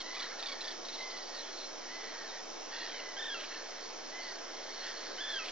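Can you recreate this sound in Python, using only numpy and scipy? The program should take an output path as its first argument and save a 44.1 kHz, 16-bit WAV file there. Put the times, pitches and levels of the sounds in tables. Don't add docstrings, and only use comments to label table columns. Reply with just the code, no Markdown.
import sys
import numpy as np
from scipy import signal
from scipy.fft import rfft, irfft, next_fast_len
from scipy.io import wavfile
from scipy.ndimage import uniform_filter1d

SR = 44100
rng = np.random.default_rng(int(sys.argv[2]) if len(sys.argv) > 2 else 0)


def store_wav(level_fs):
    pcm = np.round(np.clip(np.atleast_2d(level_fs), -1, 1) * 32767)
    wavfile.write(sys.argv[1], SR, pcm.T.astype(np.int16))


def elevation(decibels):
    levels = np.asarray(decibels, float)
    return 10 ** (levels / 20)


N = 242991

# (frequency [Hz], likeness of wind in both [0-1], left leads [rad], left minus right [dB])
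PORTS = [(40, 0.3, 0.5, -4.5), (129, 0.8, 3, -2), (260, 0.4, 2.5, -1.5), (516, 0.44, 1.05, -2),
         (950, 0.61, 0, -0.5), (2000, 0.52, 0.08, -1.1), (4000, 0.7, -1.03, -2), (6360, 0.98, -1.76, -4),
         (7500, 0.8, -2, 0)]
TRILL_S, TRILL_LEAD_S = 0.0303, 0.0065


def evened(x):
    return x / np.sqrt(np.mean(x ** 2) + 1e-20)


def read(points, hz, axis=1):
    table = np.transpose(points)
    return np.interp(np.log(hz + 1), np.log(table[0] + 1), table[axis])


def add(mix, s, sound):
    part = mix[round(s * SR):][:len(sound)]
    part += sound[:len(part)]


def band_noise(count, width_hz):
    r = np.exp(-np.pi * width_hz / SR)
    white = rng.standard_normal((count + 2000, 2)) @ [1, 1j]
    z = signal.lfilter([1], [1, -2 * r, r * r], white)[2000:]
    return z / np.sqrt(np.mean(abs(z) ** 2))


def syrinx(hz, harmonics_db, rough, smear_hz=130):
    phase = 2 * np.pi * np.cumsum(hz) / SR
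    rough = np.clip(rough, 0, 1)
    out = 0
    for k, db in enumerate(harmonics_db, 1):
        fuzz = np.sqrt(1 - rough) + np.sqrt(rough) * band_noise(len(hz), k * smear_hz)
        out = out + elevation(db) * np.sqrt(2) * (np.exp(1j * k * phase) * fuzz).real
    return out


def port_pair(hz, likeness):
    half = elevation(read(PORTS, hz, axis=3) / 2) * np.exp(0.5j * read(PORTS, hz, axis=2))
    mean_power = (abs(half) ** 2 + abs(half) ** -2 + 2 * likeness * np.cos(2 * np.angle(half))) / 4
    return np.array([half, 1 / half]) / np.sqrt(mean_power + 0.037)


def whine():
    # (frequency [Hz], level [dB])
    hum_lines = [(207, -72), (1334, -71), (2223, -69), (3113, -69), (4447, -71)]
    whine_lines = [(4891, -70), (5215, -66.5), (5336, -62), (5356, -63.5), (5780, -70), (5803, -64),
                   (5986, -67.5), (6385, -70.5)]
    t, out = np.arange(N) / SR, np.zeros(N)
    for hz, db in hum_lines + whine_lines:
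        coarse_t = t[::256]
        waver = np.interp(t, coarse_t, band_noise(len(coarse_t), 900).real)
        beat = 1 + 0.29 * np.cos(2 * np.pi * (8.5 * t + rng.random()))
        line = np.sin(2 * np.pi * (hz * t + rng.random()) + 0.72 * waver)
        out += elevation(db) * evened(elevation(0.92 * waver) * beat * line)
    return out


def buzz():
    tick_hz = 298.16
    shifts_hz = [0, 93.5, 102.5, 196, 204.3]
    sets_db = [-68.5, -71, -70, -68, -74.5]
    # (frequency [Hz], gain [dB])
    body = [(5000, -9), (5300, -0.5), (5600, 0), (5900, -1.5), (6200, -2), (6500, -12), (7100, -20)]
    t, k = np.arange(N) / SR + rng.random(), np.arange(15, 24)
    cycle = np.arange(4096) / 4096
    place = (tick_hz * t % 1 * len(cycle)).astype(int)
    out = np.zeros(N)
    for shift_hz, db in zip(shifts_hz, sets_db):
        lines = elevation(db + read(body, k * tick_hz + shift_hz))
        tick = lines @ np.exp(2j * np.pi * np.outer(k, cycle))
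        turn = np.exp(2j * np.pi * shift_hz * t)
        out += np.sqrt(2) * (tick[place] * turn).real
    return out


def wind():
    # (frequency [Hz], relative density [dB per Hz])
    hiss_shape = [(40, -26), (130, -25.5), (190, -15.5), (300, -3.5), (630, 1), (1450, -6), (2640, -11.5),
                  (4380, -9.5), (4990, -12), (5450, -8), (6360, -13), (7000, -19.5), (7760, -39),
                  (9000, -71)]
    level_db, patch_db = -48.5, 0.8
    frames, hz = N // 256 + 5, np.fft.rfftfreq(1024, 1 / SR)
    a, b, c, d, patches = rng.standard_normal((frames, 513, 5)).T
    patches = evened(uniform_filter1d(uniform_filter1d(patches, 10, 0), 14, 1))
    same = np.clip(read(PORTS, hz), 0, 1)
    left = a + 1j * b
    right = same[:, None] * left + np.sqrt(1 - same[:, None] ** 2) * (c + 1j * d)
    z = np.array([left, right])
    z *= elevation(read(hiss_shape, hz)[:, None] + patch_db * patches) * port_pair(hz, same)[:, :, None]
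    hiss = signal.istft(z, nperseg=1024, noverlap=768)[1][:, :N]
    return elevation(level_db) * hiss / hiss.mean(0).std()


def far_colony():
    # (time [s], level [dB])
    colony_db = [(0, -56), (.7, -55), (.8, -70.5), (.9, -54), (1.65, -55.5), (1.75, -64.5), (1.9, -53.5),
                 (2.38, -53.5), (2.44, -72.5), (2.67, -68), (2.72, -48), (3.02, -52.5), (3.09, -61),
                 (3.5, -49.5), (4.0, -59.5), (4.15, -54), (5.5, -50)]
    # (centre [Hz], half width [Hz], level [dB])
    bands = [(1800, 300, 1), (3284, 300, -5), (4320, 300, 2)]
    mix, u = np.zeros(N), np.linspace(0, 1, 6000)
    for when, band, spread, size in rng.random((600, 4)):
        hz, width_hz, db = bands[int(band * len(bands))]
        pitch_hz = hz + width_hz * (2 * spread - 1 + 0.297 * (0.5 - u))
        note = syrinx(pitch_hz, [db - 3 * size], 1.0, smear_hz=464)
        add(mix, when * N / SR, note * np.sin(np.pi * u))
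    return evened(mix) * elevation(np.interp(np.arange(N) / SR, *np.transpose(colony_db)))


def rasp(s, length_s, hz, width_hz, db, pulses_per_s=120):
    t = np.arange(0, length_s, 1 / SR)
    turns = np.cumsum(pulses_per_s * (1 + 0.25 * band_noise(len(t), 150).real)) / SR
    throat = (band_noise(len(t), width_hz) * np.exp(2j * np.pi * hz * t)).real
    gate = 0.27 + np.exp(-(turns % 1) / 0.3)
    return s, elevation(db) * evened(throat * gate) * signal.windows.tukey(len(t), 0.5)


def peep(s, length_s, start_hz, end_hz, db):
    u = np.linspace(0, 1, int(length_s * SR))
    hz = end_hz + (start_hz - end_hz) * (1 - u) ** 2.2
    return s, syrinx(hz, [db], 0.06) * signal.windows.tukey(len(u), 0.4)


def long_call(voice, s, length_s, top_hz, end_hz, db):
    voices = {"open": (44.5, 0.28, 0.25, 0.07, .33, -7, [-11, 0, -11.5, -4.5, -14.5]),
              "soft": (33, 0.4, 0.48, .02, .25, -1, [-10, 0]),
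              "clear": (42, 0.33, 0.26, .025, .18, -5.5, [-14, 0, -10.5, -12]),
              "high": (45, .6, 0.36, -0.07, 0.77, -2, [0.5]),
              "hoarse": (87, 0.5, 0.65, .01, .55, -7.5, [-14, 1.5, -7, -12, -10.5]),
              "buzz": (73.3, 0.74, 0.55, .01, .33, -4.5, [-11, -9, -11, -1, -2.5, -10]),
              "stutter": (38.3, 0.9, 0.4, 0.011, .15, 1.5, [-12, -13.5, -9.5, -1.5, -13.5, -10.5]),
              "thin": (37, .05, 0.06, 0.24, .48, -3, [0]),
              "arch": (40, .1, .16, .08, .38, -3, [-14, 0, -11, -11.5])}
    pulses_per_s, depth, rough, climb, top, fade_db, harmonics_db = voices[voice]
    u = np.linspace(0, 1, int(length_s * SR))
    turns = np.cumsum(pulses_per_s * (1 + 0.06 * band_noise(len(u), 30).real)) / SR
    throb = evened(1 + np.clip(depth, 0, 1) * np.cos(2 * np.pi * turns))
    hz = np.interp(u, [0, top, 1], [top_hz * (1 - climb), top_hz, end_hz])
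    if climb > 0:
        span_hz = np.where(u < top, top_hz * climb, abs(top_hz - end_hz) + 1)
        hz = top_hz - (top_hz - hz) ** 2 / span_hz
    stack = syrinx(hz, harmonics_db, rough, smear_hz=112)
    swell_db = (climb > 0) * -2.5 * np.clip(1 - u / top, 0, 1)
    level_db = db + swell_db + fade_db * np.clip((u - top) / (1 - top), 0, 1) ** 2
    return s, elevation(level_db) * throb * stack * signal.windows.tukey(len(u), 0.22)


def hoarse_end(break_s):
    # (time after the break [s], length [s], centre [Hz], width [Hz], level before the chopping [dB])
    ending = (.04, .088, 3000, 1300, -48)
    s, sound = rasp(break_s + ending[0], *ending[1:], pulses_per_s=230)
    t = ending[0] + TRILL_LEAD_S + np.arange(len(sound)) / SR
    return s, sound * (1 - 0.5 * np.cos(2 * np.pi * t / TRILL_S))


def cry(break_s, lead_s, top_hz, db, drop, slide_s):
    # (time from the break [s], pitch [share of the top], level [dB])
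    fall = [(-.08, 1, -1.3), (-.046, 0.96, 0), (-.018, .9, 2), (-.002, .89, -1), (.002, .755, -0.5),
            (0.037, .722, -5), (.05, .7, -12)]
    cry_harmonics_db = [-1.5, 2, -13, -26]
    start_share, start_db, swell_s, rise_s = 0.84, -5.5, 0.03, 0.03
    trill_fade_s, trill_least, catch_db = 0.075, 0.15, 9.5
    s, share, fall_db = np.transpose(fall)
    t = np.arange(-lead_s, s[-1], 1 / SR)
    hz = top_hz * np.interp(t, [-lead_s, rise_s - lead_s, *s], [start_share, 0.98, *share])
    level_db = db + np.interp(t, [-lead_s, swell_s - lead_s, *s], [start_db, 0, *fall_db])
    for k in (-6, -5, -4, -3, -2, -1, 1):
        catch_s = k * TRILL_S - TRILL_LEAD_S
        grow = np.clip((catch_s + lead_s) / trill_fade_s, 0, 1) ** 0.5
        shrink = np.clip(-catch_s / trill_fade_s, trill_least, 1)
        width_s = np.where(t < catch_s, slide_s, 0.004)
        hz = hz * (1 - drop * shrink * grow * np.exp(-abs((t - catch_s) / width_s) ** 3))
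        level_db = level_db - catch_db * np.exp(-((t - catch_s - 0.002) / 0.003) ** 2)
    hz = hz * (1 + 0.008 * band_noise(len(t), 150).real)
    sound = elevation(level_db) * syrinx(hz, cry_harmonics_db, 0.039)
    return break_s - lead_s, sound * signal.windows.tukey(len(t), 0.04)


def chatter(mix):
    # (time [s], start pitch [Hz], pitch after 18 ms without scoop and break [Hz],
    # level [dB], low harmonics against the rest [dB])
    notes = [(0.004, 1113, 1049, -43.5, -7.5), (0.141, 1120, 1150, -49, -4), (0.166, 1244, 1196, -52, 3.5),
             (0.195, 1176, 1136, -45, -4.5), (0.221, 1077, 1078, -45.5, -10), (0.245, 1090, 990, -49.5, -5),
             (0.389, 1340, 1324, -45.5, -24), (0.425, 1184, 1347, -45, -9), (0.458, 1220, 1138, -44, -7.5),
             (0.485, 1143, 1132, -46.5, -5), (0.516, 1132, 1120, -46, -3), (0.607, 1316, 1392, -44, -13),
             (0.641, 1190, 1227, -45, -15), (0.675, 1094, 1217, -44.5, -26),
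             (0.705, 1163, 1080, -46.5, -26), (0.85, 1330, 1540, -48, -24), (0.883, 1323, 1375, -45.5, -29),
             (0.927, 1470, 1402, -49, -20), (0.946, 1446, 1203, -47.5, -25.5),
             (0.978, 1345, 1350, -51, -27.5), (1.0, 1410, 1354, -52.5, -25), (1.018, 1357, 1396, -52, -25),
             (1.1, 1470, 1510, -49.5, -25), (1.167, 1392, 1360, -50, -19), (1.343, 1525, 1497, -51.5, -19),
             (1.366, 1465, 1426, -50, -21), (1.385, 1370, 1365, -50.5, -21),
             (1.402, 1394, 1316, -49.5, -25), (1.574, 1463, 1460, -52, -23), (1.602, 1434, 1326, -51, -12),
             (1.639, 1394, 1374, -51.5, -13)]
    # (frequency [Hz], gain [dB])
    throat_db = [(3300, -5), (3650, 1.5), (4100, -1), (4600, 0), (5000, -12)]
    t = np.arange(0, 0.03, 1 / SR)
    shape = np.clip(t / 0.0018, 0, 1) * np.clip((0.025 - t) / 0.009, 0, 1)
    for s, start_hz, end_hz, db, low_db in notes:
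        slide_hz = start_hz + (end_hz - start_hz) * t / 0.018
        scoop = 0.2 * (end_hz > start_hz) * np.exp(-t / 0.003)
        hz = slide_hz * (1 - 0.1 * (t / 0.0248) ** 4 - scoop)
        harmonics_db = [low_db - 4, low_db, read(throat_db, 3 * hz), read(throat_db, 4 * hz)]
        puff = syrinx(3900 + 0 * t, [-4], 0.9, smear_hz=1990)
        add(mix, s - 0.001, elevation(db) * shape * (syrinx(hz, harmonics_db, 0.16) + puff))


def scatter_off_raft(birds):
    t = np.arange(0, 0.25, 1 / SR)
    tail = rng.standard_normal(len(t)) * elevation(-60 * t / 0.44) * (t > 0.003)
    return birds + elevation(-10) * signal.oaconvolve(birds, tail / np.linalg.norm(tail))[:N]


def scene():
    # (voice break [s], lead-in before it [s], top pitch [Hz], level [dB],
    # largest pitch drop in a catch [share], slide into it [s])
    cries = [(3.344, .181, 1823, -44.5, .15, .0075), (5.389, .209, 1757, -44, .1, .004)]
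    # (voice, time [s], length [s], top pitch [Hz], end pitch [Hz], level [dB])
    long_calls = [("open", .02, .29, 1005, 925, -49.5), ("soft", .36, 0.41, 925, 847, -55),
                  ("clear", .965, .3, 1030, 930, -50.5), ("high", 1.055, 0.295, 4650, 4180, -56.5),
                  ("soft", 1.26, 0.28, 935, 865, -58), ("arch", 1.87, .24, 1008, 965, -52),
                  ("soft", 2.1, 0.19, 940, 845, -53), ("soft", 2.31, .11, 950, 930, -53),
                  ("clear", 2.92, .28, 1018, 960, -51), ("arch", 4.105, .235, 1025, 910, -49.5),
                  ("hoarse", 2.715, .2, 940, 910, -49), ("hoarse", 4.81, 0.11, 950, 900, -52.5),
                  ("buzz", 2.71, 0.18, 861, 807, -53), ("stutter", 2.873, .143, 795, 690, -49.5),
                  ("thin", .19, .095, 1430, 1100, -53.5), ("thin", .29, 0.15, 1450, 1190, -55.5),
                  ("stutter", 3.498, .065, 673, 674, -55.5), ("soft", 3.5, 0.078, 900, 880, -56)]
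    # (time [s], length [s], start pitch [Hz], end pitch [Hz], level [dB])
    peeps = [(0.16, .02, 1350, 2000, -52), (0.207, .02, 1500, 1940, -50.5), (0.23, 0.022, 1400, 1940, -49),
             (.263, .02, 1440, 1900, -51), (0.282, .045, 1550, 2230, -54), (.322, .026, 1840, 2230, -54),
             (.308, .024, 1300, 1800, -50), (.917, .012, 4300, 3500, -52), (0.995, 0.045, 4300, 3450, -58),
             (1.52, .045, 4550, 4000, -54), (2.272, 0.052, 4100, 3620, -55), (2.382, 0.02, 3760, 3450, -57)]
    # (time [s], length [s], centre [Hz], width [Hz], level [dB])
    rasps = [(1.092, .11, 4300, 595, -55), (1.329, .1, 4180, 940, -51), (1.55, 0.14, 4130, 802, -55),
             (1.958, 0.31, 1924, 617, -57), (1.409, .11, 3280, 451, -55), (4.167, 0.22, 4470, 500, -53),
             (4.62, .35, 4410, 371, -56.5), (4.814, 0.12, 3200, 704, -52.5), (2.915, .08, 4130, 402, -55.5),
             (4.8, .17, 1646, 605, -52.5), (4.84, 0.098, 4980, 1190, -51), (5.27, .12, 4160, 897, -50)]
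    birds = far_colony()
    calls = [rasp(*row) for row in rasps] + [peep(*row) for row in peeps]
    calls += [long_call(*row) for row in long_calls]
    calls += [hoarse_end(row[0]) for row in cries] + [cry(*row) for row in cries]
    for s, sound in calls:
        add(birds, s, sound)
    chatter(birds)
    birds = scatter_off_raft(birds)
    birds = signal.sosfilt(signal.butter(4, 700, "high", fs=SR, output="sos"), birds)
    size = next_fast_len(N)
    pair = port_pair(np.fft.rfftfreq(size, 1 / SR), 0.79)
    return irfft(rfft(birds + whine() + buzz(), size) * pair, size)[:, :N] + wind()


def band_limit(x):
    return signal.sosfilt(signal.butter(12, 7910, fs=SR, output="sos"), x)


def record(dry):
    mix = dry - 0.0017
    return band_limit(mix)


dry = scene()
out = record(dry)
store_wav(out)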